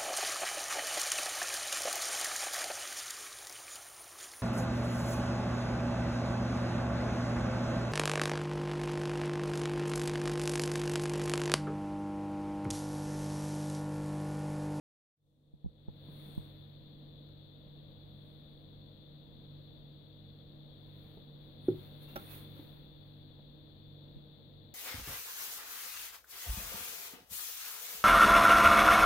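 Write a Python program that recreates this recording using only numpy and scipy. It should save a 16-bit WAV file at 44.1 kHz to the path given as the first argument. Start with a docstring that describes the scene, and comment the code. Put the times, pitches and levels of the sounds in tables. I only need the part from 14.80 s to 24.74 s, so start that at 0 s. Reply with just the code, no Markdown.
"""A quiet room where motors hum and beat: two large snakes slide over newspaper in a plastic tub.
Scales hiss and squeak on the paper. Coils bump the tub, once with a hollow knock. The paper gives
one sharp snap and a few faint ones. The sound fades in as a hand shifts on the camera.
Microphone hiss sits mostly left; a noise suppressor passes more hiss and air while the snakes slide."""
import sys
import numpy as np
from scipy import signal
from scipy.fft import rfft, irfft, next_fast_len
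from scipy.io import wavfile
from scipy.ndimage import uniform_filter1d, map_coordinates

SR = 44100
rng = np.random.default_rng(int(sys.argv[2]) if len(sys.argv) > 2 else 0)


def wav_record(signal):
    """Record a signal, one row per channel, as 16-bit PCM in the file named by sys.argv[1]."""
    frames = np.transpose(np.atleast_2d(signal))
    bounded = np.clip(frames, -1, 1)
    # unit amplitude maps onto the largest positive 16-bit level
    quanta = np.round(bounded * 32767).astype(np.int16)
    wavfile.write(sys.argv[1], SR, quanta)


N = 438354
T = np.arange(N) / SR

# Table levels are relative; the functions add their own gains.
# strongest motor line: t/s, level/dB
DRONE_LEVELS = [(1.2, -55.5), (1.49, -52), (1.85, -58.5), (2.31, -55.5), (2.72, -60), (2.99, -55),
                (3.52, -59), (4.54, -58.5), (4.78, -52.5), (5.27, -60), (6.0, -56.5), (6.29, -58.5),
                (6.89, -54), (7.6, -56.5), (9.03, -60), (9.24, -55.5), (9.63, -62.5), (9.9, -62)]
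# hum lines: f/Hz, level/dB, left-right phase/rad
HUM_LINES = [(48.7, -10.5, 1.2), (311.7, -5.5, 0.69), (465.7, -14, 0), (528, -17, -0.5), (589, -18.5, 1.1),
             (621, -20.5, 0)]
# room air: f/Hz, density/dB
AIR_SPECTRUM = [(20, -2), (42, 3), (70, 0), (130, -3), (195, 1), (250, -0.5), (320, -7.5), (400, -10.5),
                (480, -6), (600, -12), (750, -16.5), (1100, -23.5), (2200, -45.5), (5000, -57.5)]
# room air: f/Hz, left-right correlation
AIR_CORRELATION = [(40, -0.078), (70, 0.26), (130, 0.48), (250, 0.8), (600, 0.31), (1400, -0.35)]
# microphone hiss: f/Hz, left density/dB, right density/dB
HISS_SPECTRA = [(1000, -19, -23), (1880, -19.5, -21), (2270, -23.5, -22.5), (2840, -16.5, -24.5),
                (3200, -12.5, -17), (3300, -2.5, -23), (3480, 2, -14), (3940, -3.5, -19.5), (4397, -7, -19),
                (4686, -19.5, -26), (5080, -48.5, -43.5), (10600, -50.5, -52), (11840, -33, -36),
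                (15400, -28, -28.5)]
# hand shifts: t/s, level/dB, tap re level/dB
HAND_SHIFTS = [(0.737, -41.5, -30), (0.8438, -30, -25.5), (0.8598, -27, -33), (1.083, -30, -19),
               (1.5768, -24.5, -23.5), (9.365, -38, -35)]
# camera body: f/Hz, level/dB, t60/s
CAMERA_MODES = [(62, -2.5, 0.081), (100, -1, 0.059), (165, -1, 0.033)]
# sliding strokes: fastest t/s, level/dB, rise/s, fall/s
SLIDE_STROKES = [(1.45, -69, 0.125, 0.19), (3.48, -86, 0.16, 0.22), (6.27, -76, 0.16, 0.11),
                 (6.66, -82, 0.06, 0.08), (6.885, -70, 0.022, 0.04), (7.01, -68.5, 0.07, 0.15),
                 (7.232, -66, 0.016, 0.022), (7.295, -64, 0.018, 0.046), (7.42, -61, 0.06, 0.1),
                 (7.525, -53.5, 0.025, 0.067), (7.77, -68, 0.08, 0.15), (8.29, -83, 0.06, 0.1)]
# dry scrape of scales: f/Hz, density/dB
SCRAPE_SPECTRUM = [(500, -14), (1000, -8.5), (2600, -10), (4200, -5), (5200, -16), (7900, -19),
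                   (9300, -12.5), (10800, -7), (12000, -2.5), (15500, 1)]
# sheet rustle: f/Hz, density/dB
SHEET_SPECTRUM = [(100, -8.5), (300, 1.5), (600, -2.5), (1100, -4.5), (2600, -8), (4300, -10), (5200, -33),
                  (9000, -64)]
# scale squeaks: centre t/s, length/s, f/Hz, width/Hz, level/dB
SCALE_SQUEAKS = [(1.43, .2, 9700, 1800, -78), (1.565, 0.13, 8800, 1100, -78.5),
                 (3.48, .2, 9000, 1200, -93.5), (3.76, .12, 9300, 900, -97),
                 (6.868, 0.067, 9750, 900, -78.5), (7.007, .12, 10000, 1400, -87.5),
                 (7.235, 0.044, 11400, 2500, -71), (7.32, .06, 2750, 60, -69.5),
                 (7.516, 0.05, 2600, 120, -66), (7.52, 0.16, 9600, 1200, -69.5)]
# coil bumps: t/s, level/dB, f/Hz, t60/s, tap re level/dB
COIL_BUMPS = [(1.285, -42.5, 171, 0.086, -8), (6.371, -44, 200, .04, -3.5), (7.793, -39, 293, 0.061, -15),
              (8.591, -56, 260, 0.036, -1)]
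# paper snaps, single or in a run: t/s, body/dB, crackle/dB
PAPER_SNAPS = [(1.55, -68, -54), (2.49, -59, -74), (7.3585, -32, -39), (7.3633, -29, -51),
               (7.366, -38.5, -45.5), (7.375, -39, -48), (7.765, -53, -68), (9.7355, -66, -78.5)]
# paper on the tub floor: f/Hz, level/dB, t60/s
PAPER_MODES = [(240, -7, 0.038), (352, -1, 0.044), (564, 2.5, 0.069), (795, -7.5, 0.057),
               (1352, -2.5, 0.075), (1407, -7, 0.045), (2000, -13, 0.028), (3700, -13.5, 0.013),
               (5700, -8, .01)]
# hollow tub: f/Hz, level/dB, t60/s
TUB_MODES = [(111.7, -20, 0.3), (152, -21, 0.22), (207, -24.5, .1), (314, -11.5, 0.08),
             (356.6, -0.5, 0.061), (368.7, -11.5, 0.12), (454, -23.5, 0.15), (793, -35.5, 0.073),
             (1410, -31.5, 0.025)]
# near walls: delay/s, level/dB
WALL_ECHOES = [(0.0314, -18), (0.058, -21.5)]
# room decay: f/Hz, t60/s
ROOM_DECAY = [(150, 0.31), (1000, 0.28), (10000, 0.1)]
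# soft contact: f/Hz, density/dB
TAP_SPECTRUM = [(100, -7), (450, 4.5), (800, -2), (1300, -19.5), (2200, -43), (6000, -70.5)]
# camera case: f/Hz, level/dB, t60/s
CASE_MODES = [(182, -7.5, 0.044), (60, -23, 0.19)]
# rubbing spot: t/s, left minus right/dB
SCRAPE_PAN = [(1.5, -1.5), (6.3, -3), (7.1, -3), (7.55, -6), (7.7, -1.5)]

ON_S, ATTACK_S, FULL_S = 0.36, 0.12, 1.24
DRONE_HZ, FLUTTER_HZ = 145.8, 148.55
PAIR_HZ, BEAT_HZ = 99.3, 1.371
AIR_SWELL_SHARE, HISS_SWELL_SHARE = 0.28, 0.19  # of the drone's swing in dB
HALF_OPEN_DB, OPEN_WINDOW_S, AIR_OPEN_DB, HISS_OPEN_DB = -67, 0.47, 3, 3.5  # suppressor
KNOCK_S, TOP_HZ = 6.8828, 15800


def amp(db):
    """Decibels to gain."""
    return 10 ** (np.asarray(db) / 20)


def unit(x):
    """Scale to rms 1."""
    return x / np.sqrt(np.mean(x ** 2) + 1e-20)


def along(points, hz):
    """Interpolate (f/Hz, value) points on a log axis."""
    f, v = np.transpose(points)
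    return np.interp(np.log(hz + 1), np.log(f + 1), v)


def wobble(rate_hz):
    """Smooth random curve with knots at rate_hz."""
    return map_coordinates(rng.standard_normal(int(N * rate_hz / SR) + 4), [T * rate_hz])


def filtered(x, response):
    """Apply a frequency response."""
    size = next_fast_len(N + 8192)
    return irfft(rfft(x, size) * response(np.fft.rfftfreq(size, 1 / SR)), size)[..., :N]


def noise(spectrum):
    """Coloured noise, rms 1, independent channels."""
    return unit(filtered(rng.standard_normal((2, N)), lambda hz: amp(along(spectrum, hz))))


def add(track, at_s, sound):
    """Mix in a short sound."""
    part = track[..., round(at_s * SR):][..., :sound.shape[-1]]
    part += sound[..., :part.shape[-1]]


def delayed(x, delay_s):
    """Delay a mono track."""
    return np.pad(x, round(delay_s * SR))[:N]


def ring(modes, attack_s):
    """Damped modes after a contact of finite rise time."""
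    t = T[:SR // 2]
    ringing = sum(amp(db - 60 * t / t60_s) * np.sin(2 * np.pi * hz * t) for hz, db, t60_s in modes)
    return (1 - np.exp(-(t / attack_s) ** 2)) * ringing


def fade_in(db_per_s):
    """Quick onset, then a steady climb to gain 1."""
    return np.clip((T - ON_S) / ATTACK_S, 0, 1) * amp(db_per_s * np.minimum(T - FULL_S, 0))


def drone_gain():
    """The strongest motor line swells and sags."""
    return amp(np.interp(T, *np.transpose(DRONE_LEVELS)))


def swell():
    """Drone gain over its median."""
    return drone_gain() / np.median(drone_gain())


def motor_line(hz, drift_rad, waver_db, spread_rad=0):
    """Motor tone, rms 1, wandering in phase and level."""
    phase = 2 * np.pi * hz * T + drift_rad * wobble(2.5)
    stereo = np.sin([phase + spread_rad / 2, phase - spread_rad / 2])
    return unit(stereo * amp(waver_db * wobble(6.7)))


def moving_air():
    """Low air noise, nearly mono in the low mids."""
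    def mid_side_gains(hz):
        angle_rad = np.arccos(along(AIR_CORRELATION, hz)) / 2
        return np.array([np.cos(angle_rad), np.sin(angle_rad)])
    mid, side = filtered(noise(AIR_SPECTRUM), mid_side_gains)
    return unit(np.array([mid + side, mid - side])) * amp(3.5 + 0.46 * wobble(5))


def room_tone(opening):
    """Air and motors: two almost in step beat; a weak line just above the drone makes it flutter."""
    air = moving_air()
    # speed changes shift higher lines further
    hum = sum(amp(db) * motor_line(hz, drift_rad=0.0007 * hz, waver_db=0.9, spread_rad=rad)
              for hz, db, rad in HUM_LINES)
    lower = motor_line(PAIR_HZ - BEAT_HZ / 2, drift_rad=0.1, waver_db=0.5)
    upper = motor_line(PAIR_HZ + BEAT_HZ / 2, drift_rad=0.1, waver_db=0.5)
    drone = motor_line(DRONE_HZ, drift_rad=0.15, waver_db=0.87)
    flutter = amp(-16) * motor_line(FLUTTER_HZ, drift_rad=0.15, waver_db=-0.5)
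    bed_gain = amp(-62 + AIR_OPEN_DB * opening) * swell() ** AIR_SWELL_SHARE
    bed = bed_gain * (air + hum + amp(-4) * (lower - upper))
    return fade_in(db_per_s=25.5) * (bed + amp(0.5) * drone_gain() * (drone + flutter))


def microphone_hiss(opening):
    """Independent hiss per channel, the left peaking in the upper mids, over a faint white floor."""
    f, left_db, right_db = np.transpose(HISS_SPECTRA)
    colour = lambda hz: amp([along(list(zip(f, db)), hz) for db in (left_db, right_db)])
    floor = amp(-91.5) * fade_in(db_per_s=1) * rng.standard_normal((2, N))
    hiss = unit(filtered(rng.standard_normal((2, N)), colour))
    gain = amp(-63.5 + HISS_OPEN_DB * opening) * swell() ** HISS_SWELL_SHARE
    return gain * fade_in(db_per_s=36) * hiss + floor


def tap(attack_s=0.0014, t60_s=0.042):
    """Dull noise burst of a soft contact."""
    t = T[:SR // 2]
    colour = amp(along(TAP_SPECTRUM, np.fft.rfftfreq(len(t), 1 / SR)))
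    burst = unit(irfft(rfft(rng.standard_normal(len(t))) * colour, len(t)))
    return burst * amp(-60 * t / t60_s) * (1 - np.exp(-t / attack_s))


def handling():
    """The camera rocks, driving its microphones in antiphase; the case thuds in both."""
    out = np.zeros((2, N))
    rock = ring(CAMERA_MODES, attack_s=0.0025)
    for at_s, db, tap_db in HAND_SHIFTS:
        thud = ring(CASE_MODES, attack_s=0.0014) + amp(tap_db) * tap()
        add(out, at_s, amp(db) * np.array([thud - rock, thud + rock]))
    return out


def rubbing(flank_db=12):
    """Rubbing strength: each stroke speeds up and slows; overlaps add in power."""
    power = np.zeros(N)
    for peak_s, db, rise_s, fall_s in SLIDE_STROKES:
        from_peak = (T - peak_s) / np.where(T < peak_s, rise_s, fall_s)
        power += amp(db - flank_db * (np.hypot(1, from_peak) - 1)) ** 2  # rounded top
    return np.sqrt(power)


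def slide():
    """Scale edges catch the paper in dense grains; the sheet rustles under the moving weight."""
    rub = rubbing()
    grain = unit(amp(1.2 * wobble(700) + 0.4 * wobble(32)))
    scrape = amp(3.5) * rub * grain * noise(SCRAPE_SPECTRUM)
    sheet = amp(-67.5) * (rub / amp(-69.5)) ** 0.61 * grain * noise(SHEET_SPECTRUM)
    pan_db = np.interp(T, *np.transpose(SCRAPE_PAN))
    return scrape * amp([pan_db / 2, -pan_db / 2]) + sheet


def squeaks():
    """Evenly spaced scales slip over an edge and sing in a narrow band."""
    out = np.zeros((2, N))
    t = T[:SR] - 0.5
    f = np.fft.rfftfreq(SR, 1 / SR)
    for centre_s, length_s, hz, width_hz, db in SCALE_SQUEAKS:
        resonance = 1 / (1 + (2 * (f - hz) / width_hz) ** 2)
        band = unit(irfft(rfft(rng.standard_normal((2, SR))) * resonance, SR))
        add(out, centre_s - 0.5, amp(db + 2) * band * np.exp(-2 * (t / length_s) ** 2))
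    return out


def suppressor(x):
    """Noise suppressor opening, 0-1, from the mean power of x."""
    power = np.abs(uniform_filter1d(np.mean(x ** 2, axis=0), round(OPEN_WINDOW_S * SR)))
    return power / (power + amp(HALF_OPEN_DB) ** 2)


def bumps():
    """A soft coil gives the tub a quickly damped push and a dull tap."""
    out = np.zeros(N)
    for at_s, db, hz, t60_s, tap_db in COIL_BUMPS:
        push = ring([(hz, 2, t60_s)], attack_s=0.0013)
        add(out, at_s, amp(db) * (push + amp(tap_db) * tap()))
    return out


def room_tail(x, predelay_s=0.008):
    """Short diffuse tail, different per channel; treble dies first."""
    hz, t, frames = signal.stft(rng.standard_normal((2, SR // 2)), SR, nperseg=256)
    decay = amp(-60 * t / along(ROOM_DECAY, hz)[:, None])
    tail = signal.istft(frames * decay, SR, nperseg=256)[1]
    tail = np.pad(tail / np.linalg.norm(tail[0]), ((0, 0), (round(predelay_s * SR), 0)))
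    return signal.fftconvolve(x, tail, axes=1)[:, :N]


def snaps(smack_t60_s=0.035, crackle_t60_s=0.02):
    """Paper slips free with a bright crackle and smacks the tub floor, off to the right."""
    body, smack_gain, crackle_gain = np.zeros((3, N))
    t = T[:SR // 2]
    for at_s, body_db, crackle_db in PAPER_SNAPS:
        add(body, at_s, amp(body_db - 6) * ring(PAPER_MODES, attack_s=0.00022))
        add(smack_gain, at_s, amp(body_db - 15 - 60 * t / smack_t60_s))
        add(crackle_gain, at_s, amp(crackle_db - 60 * t / crackle_t60_s))
    crackle = crackle_gain * noise(SCRAPE_SPECTRUM) * amp([[-6], [3]])
    smack = smack_gain * noise(SHEET_SPECTRUM) * amp([[-3], [1]])
    body_left = amp(-2.5) * delayed(body, delay_s=0.00028)
    return np.array([body_left, body]) + smack + crackle


def knock():
    """One dull blow rings the hollow tub."""
    out = np.zeros(N)
    add(out, KNOCK_S, amp(-13.5) * (ring(TUB_MODES, attack_s=0.0026) + amp(-31.5) * tap()))
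    return out


def scene():
    """Tub contacts with echoes, slides, handling, and a background that rises with the slides."""
    contacts = bumps() + knock() * amp([[-0.5], [0.5]]) + snaps()
    walls = sum(amp(db) * delayed(contacts.mean(axis=0), delay_s) for delay_s, db in WALL_ECHOES)
    sliding = slide() + squeaks() * amp([[1.5], [-1.5]])
    opening = suppressor(sliding)
    echoes = walls + amp(-17) * room_tail(contacts)
    return contacts + echoes + sliding + handling() + room_tone(opening) + microphone_hiss(opening)


def record(dry):
    """The camera's band limit."""
    return filtered(dry, lambda hz: hz < TOP_HZ)


dry = scene()
out = record(dry)
wav_record(out)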